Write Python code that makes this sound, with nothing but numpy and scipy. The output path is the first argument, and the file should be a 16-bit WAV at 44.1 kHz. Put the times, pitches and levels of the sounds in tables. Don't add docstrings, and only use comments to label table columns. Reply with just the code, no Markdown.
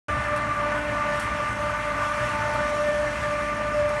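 import sys
import numpy as np
from scipy import signal
from scipy.fft import rfft, irfft
from scipy.io import wavfile
from scipy.ndimage import uniform_filter1d

SR = 44100
rng = np.random.default_rng(int(sys.argv[2]) if len(sys.argv) > 2 else 0)


def dump_mix(stems):
    frames = np.atleast_2d(stems).T
    limited = np.clip(frames, -1, 1)
    pcm = np.round(limited * 32767).astype(np.int16)
    wavfile.write(sys.argv[1], SR, pcm)


N = 176400

# time_s, level_db
SWELL_1 = [(0.1, -49), (0.62, -42), (0.72, -39), (0.88, -39), (1.0, -46.5), (2.5, -51.5), (3.3, -45.5),
           (4.0, -57)]
SWELL_2 = [(0.1, -39), (0.33, -28.5), (0.43, -37.5), (0.48, -33), (0.535, -45), (0.6, -30.5), (0.84, -34),
           (0.92, -31), (1.17, -30), (1.29, -39.5), (1.43, -33), (1.52, -46.5), (1.6, -28), (1.73, -31.5),
           (1.785, -40), (1.85, -33), (2.15, -35), (2.24, -28), (2.29, -41), (2.42, -32), (2.62, -32),
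           (2.86, -25), (3.03, -24.5), (3.18, -32), (3.38, -30), (3.52, -33), (3.8, -24.5), (4.0, -30)]
SWELL_3 = [(0.1, -45.5), (0.9, -42), (1.1, -38), (1.3, -46), (1.8, -39), (2.26, -46.5), (2.34, -32),
           (2.56, -33), (2.66, -47), (4.0, -46)]
SWELL_4 = [(0.1, -26.5), (0.26, -34.5), (0.5, -27.5), (0.7, -32.5), (0.87, -46.5), (0.97, -28), (1.22, -36),
           (1.33, -32.5), (1.5, -28), (1.56, -45), (1.63, -32), (1.88, -34), (2.05, -32.5), (2.28, -32.5),
           (2.42, -41), (2.6, -30), (3.13, -44.5), (3.24, -35), (3.6, -31.5), (3.85, -36.5), (4.0, -29.5)]
SWELL_5 = [(0.1, -36), (0.6, -47), (0.72, -32), (0.87, -43.5), (1.1, -34.5), (1.35, -42), (2.03, -36.5),
           (2.52, -37.5), (2.9, -43.5), (4.0, -41)]
SWELL_6 = [(0.1, -41), (0.2, -35), (0.38, -41), (0.55, -41), (1.1, -37), (2.0, -43.5), (2.45, -38),
           (3.15, -37.5), (3.6, -41.5), (4.0, -42.5)]
WHINE_BODY = [(1, SWELL_1, 0.21), (2, SWELL_2, 0.1), (3, SWELL_3, 0.09),
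              (4, SWELL_4, 0.18), (5, SWELL_5, 0.41), (6, SWELL_6, 0.58)]
# harmonic, level_db
WHINE_TOP = [(7, -43.5), (8, -47.5), (9, -51.5), (10, -57), (11, -60.5)]
# pitch_hz, level_db
MOTOR_TONES = [(53.8, -44.5), (107.6, -46.5), (161.4, -51), (200.1, -51), (215.3, -51), (222.0, -51.5)]
# frequency_hz, gain_db
ROAR_EQ = [(20, -25), (36, -16), (48, -13), (58, -5), (68, 5), (80, -6), (118, 2), (150, -7), (200, -7.5),
           (280, -5), (335, -13), (430, -14.5), (520, -12.5), (585, -1.5), (645, -4.5), (700, -10.5),
           (830, -9.5), (930, -5.5), (1060, -7), (1170, -0.5), (1290, -6.5), (1580, -7.5), (1800, -7.5),
           (2300, -11.5), (2800, -17), (3600, -24.5), (4900, -32.5), (12000, -56.5)]
# time_s, gain_db
RUMBLE_RIDE = [(0.1, 3), (0.25, 6), (0.48, -1), (0.65, -4), (1.3, -1.5), (1.7, -1), (2.3, -1), (2.85, 1),
               (3.03, 3), (3.2, -1), (3.7, -3), (3.9, 5), (4.0, -8)]
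ROAR_MID_RIDE = [(0.1, 0.5), (0.85, 2.3), (1.15, 1), (1.6, -1), (2.1, 1.8), (2.45, 1), (2.8, -1),
                 (3.25, 1.2), (3.55, -2.8), (4.0, -1.5)]
ROAR_HIGH_RIDE = [(0.1, 0.5), (0.8, -1.5), (1.15, 1), (1.45, -0.5), (1.75, 0.4), (2.45, 1.5), (2.9, -1.5),
                  (3.2, 2), (3.55, -1.5), (4.0, -1.7)]
# frequency_hz, gain_db
HISS_EQ = [(20, -43), (2000, -21), (3500, -5), (4400, 0), (4950, -4), (5400, 1), (6600, -1.5), (7600, -4),
           (8900, -3.5), (9800, -6), (10400, -13), (11000, -7.5), (12000, -17)]
# time_s, gain_db
HISS_RIDE = [(0.1, -49), (0.5, -50), (1.1, -48), (1.8, -49.5), (2.3, -46), (2.8, -46), (3.2, -46),
             (3.6, -48.5), (4.0, -49)]
HISS_AIR_RIDE = [(0.1, 0.5), (0.7, -2), (1.3, -1.5), (1.9, 2), (2.55, -2.5), (3.1, -2), (4.0, -1)]
# start_s, level_db, decay_t60_s
GRIT_TICKS = [(0.36, -40, 0.085), (0.374, -42, .04), (1.158, -44, .05), (1.195, -36, 0.12),
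              (1.22, -44, 0.29), (1.528, -43, .025), (2.535, -45, .08), (3.891, -34, .015)]
# frequency_hz, gain_db
GRIT_EQ = [(20, -50), (2000, -16), (4500, 0), (7000, -5), (9000, 2.5), (12000, -7.5)]


def amp(db):
    return 10 ** (np.asarray(db) / 20)


def unit(x):
    return x / np.sqrt(np.mean(abs(x) ** 2) + 1e-20)


def fader(ride):
    return amp(np.interp(np.arange(N) / SR, *np.transpose(ride)))


def equalise(x, curve):
    hz, db = np.transpose(curve)
    bins_hz = np.fft.rfftfreq(N, 1 / SR)
    gain_db = np.interp(np.log(bins_hz + 1), np.log(hz + 1), db)
    return irfft(rfft(x) * amp(gain_db), N)


def crossover(x, hz):
    low = signal.sosfiltfilt(signal.butter(2, hz, fs=SR, output="sos"), x)
    return low, x - low


def drift(width_hz, top_hz):
    hz = np.fft.fftfreq(N, 1 / SR)
    shape = 1 / np.sqrt((1 + (hz / width_hz) ** 2) * (1 + (hz / top_hz) ** 4))
    phases = np.exp(2j * np.pi * rng.random(N))
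    return unit(np.fft.ifft(shape * (hz != 0) * phases))


def partial(cycles, flutter_share, width_hz, top_hz):
    carrier = np.exp(2j * np.pi * cycles)
    scattered = np.sqrt(flutter_share) * drift(width_hz, top_hz)
    return np.sqrt(2) * (carrier * (np.sqrt(1 - flutter_share) + scattered)).real


def restless_noise(patch_db, swell_db):
    real, imag, patches = rng.standard_normal((3, N // 128 + 5, 257))
    patches = uniform_filter1d(patches, size=22, axis=0)
    patches = unit(uniform_filter1d(patches, size=7, axis=1))
    spectra = (real + 1j * imag) * amp(patch_db * patches)
    noise = signal.istft(spectra.T, nperseg=512, noverlap=384)[1][:N]
    return noise * amp(swell_db * unit(drift(width_hz=3.3, top_hz=30).real))


def rotor_whine():
    pitch_hz, wander_depth, path_cycles, top_flutter_share = 296.4, 0.00187, 0.15, 0.49
    speed = 1 + wander_depth * unit(drift(width_hz=2.77, top_hz=5.54).real)
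    cycles = np.cumsum(pitch_hz * speed) / SR
    harmonics = [(k, fader(swell), share) for k, swell, share in WHINE_BODY]
    harmonics += [(k, amp(db), top_flutter_share) for k, db in WHINE_TOP]
    whine = np.zeros(N)
    for k, gain, share in harmonics:
        path = rng.random() + path_cycles * unit(drift(width_hz=0.44, top_hz=0.88).real)
        whine += gain * partial(k * cycles + path, share, width_hz=k * 3.4, top_hz=k * 12.6)
    return whine


def motor_hum():
    t = np.arange(N) / SR
    return sum(amp(db) * partial(hz * t + rng.random(), flutter_share=0.12, width_hz=1.1, top_hz=8.2)
               for hz, db in MOTOR_TONES)


def machinery_roar():
    noise = unit(equalise(restless_noise(patch_db=1.64, swell_db=0.5), ROAR_EQ))
    lower, upper = crossover(noise, hz=735)
    rumble, body = crossover(lower, hz=130)
    mids, highs = crossover(upper, hz=1850)
    moving = rumble * fader(RUMBLE_RIDE) + mids * fader(ROAR_MID_RIDE) + highs * fader(ROAR_HIGH_RIDE)
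    return amp(-31) * (body + moving)


def belt_hiss():
    noise = unit(equalise(restless_noise(patch_db=1.4, swell_db=0.64), HISS_EQ))
    body, air = crossover(noise, hz=7500)
    return amp(-0.56) * fader(HISS_RIDE) * (body + air * fader(HISS_AIR_RIDE))


def grit_ticks():
    attack_s = 0.002
    sprinkle_per_s, sprinkle_db, spread_db, sprinkle_t60_s = 45, -65, 1.5, 0.02
    t = np.arange(N) / SR
    tick_power = np.zeros(N)
    for start_s, level_db, t60_s in GRIT_TICKS:
        age = np.maximum(t - start_s, 0)
        attack = np.minimum(age / attack_s, 1)
        decay = np.exp(-np.log(1000) * age / t60_s)
        tick_power += (amp(level_db) * attack * decay) ** 2
    hits = rng.random(N) < sprinkle_per_s / SR
    strengths = amp(spread_db * np.minimum(rng.exponential(1, N), 3))
    decay_per_sample = np.exp(-np.log(1000) / (sprinkle_t60_s * SR))
    sprinkle = amp(sprinkle_db) * unit(signal.lfilter([1], [1, -decay_per_sample], hits * strengths))
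    envelope = np.sqrt(tick_power + sprinkle ** 2)
    return envelope * unit(equalise(rng.standard_normal(N), GRIT_EQ))


def scene():
    return (rotor_whine() + motor_hum() + machinery_roar() + belt_hiss() + grit_ticks())[None]


def record(dry):
    start_s, fade_s, cutoff_hz = 0.083, 0.001, 12000
    gate = np.clip((np.arange(N) / SR - start_s) / fade_s, 0, 1)
    low_pass = signal.firwin(401, cutoff_hz, window=("kaiser", 9), fs=SR)
    return signal.oaconvolve(dry * gate, low_pass[None], "same")


dry = scene()
out = record(dry)
dump_mix(out)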